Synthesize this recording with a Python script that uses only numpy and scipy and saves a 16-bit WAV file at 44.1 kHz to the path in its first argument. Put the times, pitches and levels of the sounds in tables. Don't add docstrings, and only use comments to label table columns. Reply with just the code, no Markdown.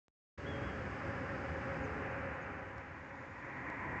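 import sys
import numpy as np
from scipy import signal
from scipy.fft import rfft, irfft
from scipy.io import wavfile

SR = 44100
rng = np.random.default_rng(int(sys.argv[2]) if len(sys.argv) > 2 else 0)


def transcribe(signal):
    frames = np.atleast_2d(signal).T
    limited = np.clip(frames, -1, 1)
    pcm = np.round(limited * 32767).astype(np.int16)
    wavfile.write(sys.argv[1], SR, pcm)


N = 176400
T = np.arange(N) / SR


def from_db(db):
    return 10 ** (np.asarray(db) / 20)


def rms_one(x):
    return x / np.sqrt(np.mean(x ** 2) + 1e-20)


def level(rows):
    return from_db(np.interp(T, *np.transpose(rows)))


def drift(rate):
    step, warm_up = 40, 2000
    memory = np.exp(-2 * np.pi * step * rate / SR)
    chance = rng.standard_normal(N // step + warm_up + 2)
    slow = signal.lfilter([1], [1, -2 * memory, memory * memory], chance)[warm_up:]
    return np.interp(np.arange(N) / step, np.arange(len(slow)), rms_one(slow))


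def noise(colour, peaks=()):
    hz = np.maximum(np.arange(N // 2 + 1) * SR / N, 1)
    points_hz, points_db = np.transpose(colour)
    db = np.interp(np.log(hz), np.log(points_hz), points_db)
    for centre, width, lift in peaks:
        db = db + lift / (1 + (2 * (hz - centre) / width) ** 2)
    return rms_one(irfft(rfft(rng.standard_normal(N)) * from_db(db), N))


def swell(middle, length):
    return np.exp(-2 * ((T - middle) / length) ** 2)


def slide(middle, length, hz, glide):
    return hz + glide * np.clip(T - middle, -length, length)


# t/s, level/dB
RUMBLE_LEVEL = [(.38, -48.5), (.52, -43.5), (.85, -43.5), (1.3, -45.5), (1.95, -44), (2.4, -50),
                (2.8, -55.5), (3.35, -56), (3.7, -55), (4, -47)]
WASH_LEVEL = [(.38, -51.5), (.53, -47.5), (.9, -46.5), (1.65, -45.5), (2.25, -44), (2.6, -48.5), (3.0, -55),
              (3.35, -54), (4, -62)]
ROAD_LEVEL = [(.38, -70), (2.2, -59.5), (2.7, -54.5), (3.15, -52.5), (3.32, -54), (3.5, -47), (3.8, -43.5),
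              (4, -41.5)]
# f/Hz, level/dB
RUMBLE_COLOUR = [(20, -31.5), (36, -26), (60, -5.5), (82, 1.5), (120, -3), (165, -6.5), (240, -9),
                 (350, -11), (480, -14), (680, -19.5), (1200, -51.5)]
WASH_COLOUR = [(200, -4.5), (650, -8), (790, -1.5), (890, -6.5), (1000, -3), (1230, -3.5), (1620, -0.5),
               (1950, -5), (2300, -8.5), (2650, -14), (3050, -30), (3450, -39.5), (4200, -51)]
ROAD_COLOUR = [(30, -21.5), (70, -9.5), (130, 4), (195, -3), (290, 0.5), (380, -1), (470, -6), (700, -3.5),
               (900, 2), (1300, -3.5), (1700, 1), (2100, 0), (2400, -5), (2700, -16), (3150, -25.5),
               (4000, -45.5)]
# f/Hz, width/Hz, lift/dB
ROAD_PEAKS = [(288, 61, 7.4), (1001, 86, 7), (1905, 200, 5.1)]

def traffic():
    rumble = level(RUMBLE_LEVEL) * noise(RUMBLE_COLOUR) * from_db(drift(12))
    wash = level(WASH_LEVEL) * noise(WASH_COLOUR) * from_db(.45 * drift(4.5))
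    road = level(ROAD_LEVEL) * noise(ROAD_COLOUR, ROAD_PEAKS) * from_db(.5 * drift(16))
    return rumble + wash + road


# t/s, level/dB
AIR_LEVEL = [(.38, -67.5), (.6, -68.5), (1.7, -68.5), (2.3, -73), (2.9, -74.5), (3.4, -72), (4, -73.5)]
# f/Hz, level/dB
AIR_COLOUR = [(2500, -1), (3500, 3.5), (3900, -0.5), (4950, -0.5), (5950, -2.5), (6700, -1.5), (7600, -13),
              (9000, -11.5)]
# middle t/s, length/s, f/Hz, width/Hz, level/dB
HISS_BANDS = [(1.007, 2.8, 2856, 371, -67.5), (1.148, 1.58, 4940, 763, -75), (3.7, 1.5, 6910, 163, -89.5)]

def air():
    hiss = level(AIR_LEVEL) * noise(AIR_COLOUR)
    for middle, length, hz, width, db in HISS_BANDS:
        band = signal.butter(2, [hz - width / 2, hz + width / 2], "band", fs=SR, output="sos")
        narrow_hiss = rms_one(signal.sosfilt(band, rng.standard_normal(N)))
        hiss = hiss + from_db(db + drift(9.1)) * swell(middle, length) * narrow_hiss
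    return hiss


# t/s, body level/dB, snap level/dB
TICKS = [(2.781, -43, -63), (3.701, -40.5, -75)]
# f/Hz, level/dB
BODY_COLOUR = [(100, 7), (500, 1), (1900, -3), (3200, -27), (8000, -43)]
SNAP_COLOUR = [(3000, -16), (4500, 3), (6000, -5), (8000, -12)]

def ticks(fade_s=.022):
    body, snap = noise(BODY_COLOUR), noise(SNAP_COLOUR)
    sound = np.zeros(N)
    for start, body_db, snap_db in TICKS:
        fade = (T >= start) * np.exp(-np.log(1000) * np.abs(T - start) / fade_s)
        sound += fade * (from_db(body_db) * body + from_db(snap_db) * snap)
    return sound


# middle t/s, length/s, f/Hz, glide/(Hz per s), level/dB
CHIPS = [(1.848, .022, 6400, -25000, -66), (2.117, .008, 6500, -25000, -74),
         (2.352, 0.013, 6700, -10000, -77), (2.427, .016, 6560, -10000, -69)]

def chips():
    shake = 1 + .028 * drift(300)
    sound = np.zeros(N)
    for middle, length, hz, glide, db in CHIPS:
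        pitch_hz = slide(middle, length, hz, glide) * shake
        sound += from_db(db) * swell(middle, length) * np.sin(2 * np.pi * np.cumsum(pitch_hz) / SR)
    return sound


# t/s, f/Hz, level/dB
WHISTLE = [(.45, 3080, -99), (0.464, 3200, -57), (0.477, 3360, -56.5), (.518, 3340, -53.5),
           (0.529, 3240, -60), (.55, 3225, -57.5), (.585, 3205, -63.5), (.61, 3230, -91),
           (.625, 3190, -68.5), (.66, 3050, -75.5), (.69, 2970, -63.5), (.74, 2780, -79)]
# delay/s, level/dB (compared with the whistle)
WALL_ECHOES = [(.105, -25), (.165, -6), (.28, -17)]

def bird(trees_db=-11, trees_fade_s=1.7):
    times, hz, db = np.transpose(WHISTLE)
    loudness = from_db(np.interp(T, times, db)) * (T > times[0]) * (T < times[-1])
    call = loudness * np.sin(2 * np.pi * np.cumsum(np.interp(T, times, hz)) / SR)
    scatter = rng.standard_normal(N) * np.exp(-np.log(1000) * T / trees_fade_s)
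    tail = from_db(trees_db) * signal.fftconvolve(call, scatter / np.linalg.norm(scatter))[:N]
    echoes = sum(from_db(echo_db) * np.interp(T - delay, T, call) for delay, echo_db in WALL_ECHOES)
    return call + tail + echoes


def buzz(wing_hz, harmonics, jitter=.00684, flutter_db=2):
    uneven_hz = wing_hz * (1 + jitter * drift(54.7))
    phase = 2 * np.pi * (np.cumsum(uneven_hz) / SR + rng.random())
    return rms_one(sum(from_db(db + flutter_db * drift(16)) * np.sin(k * phase)
                       for k, db in enumerate(harmonics, start=1)))


def fly_by(passes, harmonics, wander=.007):
    sound = np.zeros(N)
    for middle, length, hz, glide, db in passes:
        wing_hz = slide(middle, length, hz, glide) * (1 + wander * drift(8.26))
        sound += from_db(db) * swell(middle, length) * buzz(wing_hz, harmonics)
    return sound


# middle t/s, length/s, wingbeat f/Hz, glide/(Hz per s), level/dB
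DEEP_PASSES = [(.57, 0.22, 212.5, 3.5, -51.5), (1.97, .18, 213, -9.5, -51), (2.52, .22, 204.4, -9, -57)]
DEEP_HARMONICS = [-8, 4.5, -12.5, -15.5, -18.5]

def deep_insect():
    return fly_by(DEEP_PASSES, DEEP_HARMONICS)


# t/s, level/dB
SWARM_LEVEL = [(.38, -61), (.6, -57), (1.2, -47.5), (1.9, -50), (2.3, -49), (2.7, -54.5), (3.3, -57),
               (4, -58)]
# middle t/s, length/s, wingbeat f/Hz, glide/(Hz per s), level/dB
BEE_PASSES = [(.61, .32, 280.6, -22.5, -49.5), (1.11, 0.15, 277, 35, -50), (1.27, 0.21, 266.7, 0.5, -54),
              (1.61, .14, 275.6, -10, -45.5), (1.79, 0.19, 274.6, -20.5, -49),
              (1.88, 0.28, 259, -20, -52.5), (2.22, 0.28, 274.4, -15, -51.5)]
BEE_HARMONICS = [-7.5, -2, -10, -17.5, -14, -13.5, -15, -27]

def honeybees(count=6, wingbeat_hz=266.95, spread_hz=11, wander=.02, waver_db=1.9):
    swarm = np.zeros(N)
    for own_hz in wingbeat_hz + spread_hz * np.linspace(-1, 1, count):
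        loudness = from_db(waver_db * drift(2))
        wing_hz = own_hz * (1 + wander * drift(3))
        swarm += loudness * buzz(wing_hz, BEE_HARMONICS)
    return level(SWARM_LEVEL) * rms_one(swarm) + fly_by(BEE_PASSES, BEE_HARMONICS)


def scene():
    insects = honeybees() + deep_insect()
    return (traffic() + air() + insects + bird() + chips() + ticks())[None]


def record(dry, click_s=.0822, click_db=-54, click_hz=450, opens_s=.3752, fade_in_s=.0051):
    click = from_db(click_db) * (T >= click_s) * np.exp(-2 * np.pi * click_hz * np.abs(T - click_s))
    live = dry * np.clip((T - opens_s) / fade_in_s, 0, 1) + click
    bass_cut = signal.butter(4, 42, "high", fs=SR, output="sos")
    treble_cut = signal.cheby2(18, 60, 8600, fs=SR, output="sos")
    return signal.sosfilt(treble_cut, signal.sosfilt(bass_cut, live))


dry = scene()
out = record(dry)
transcribe(out)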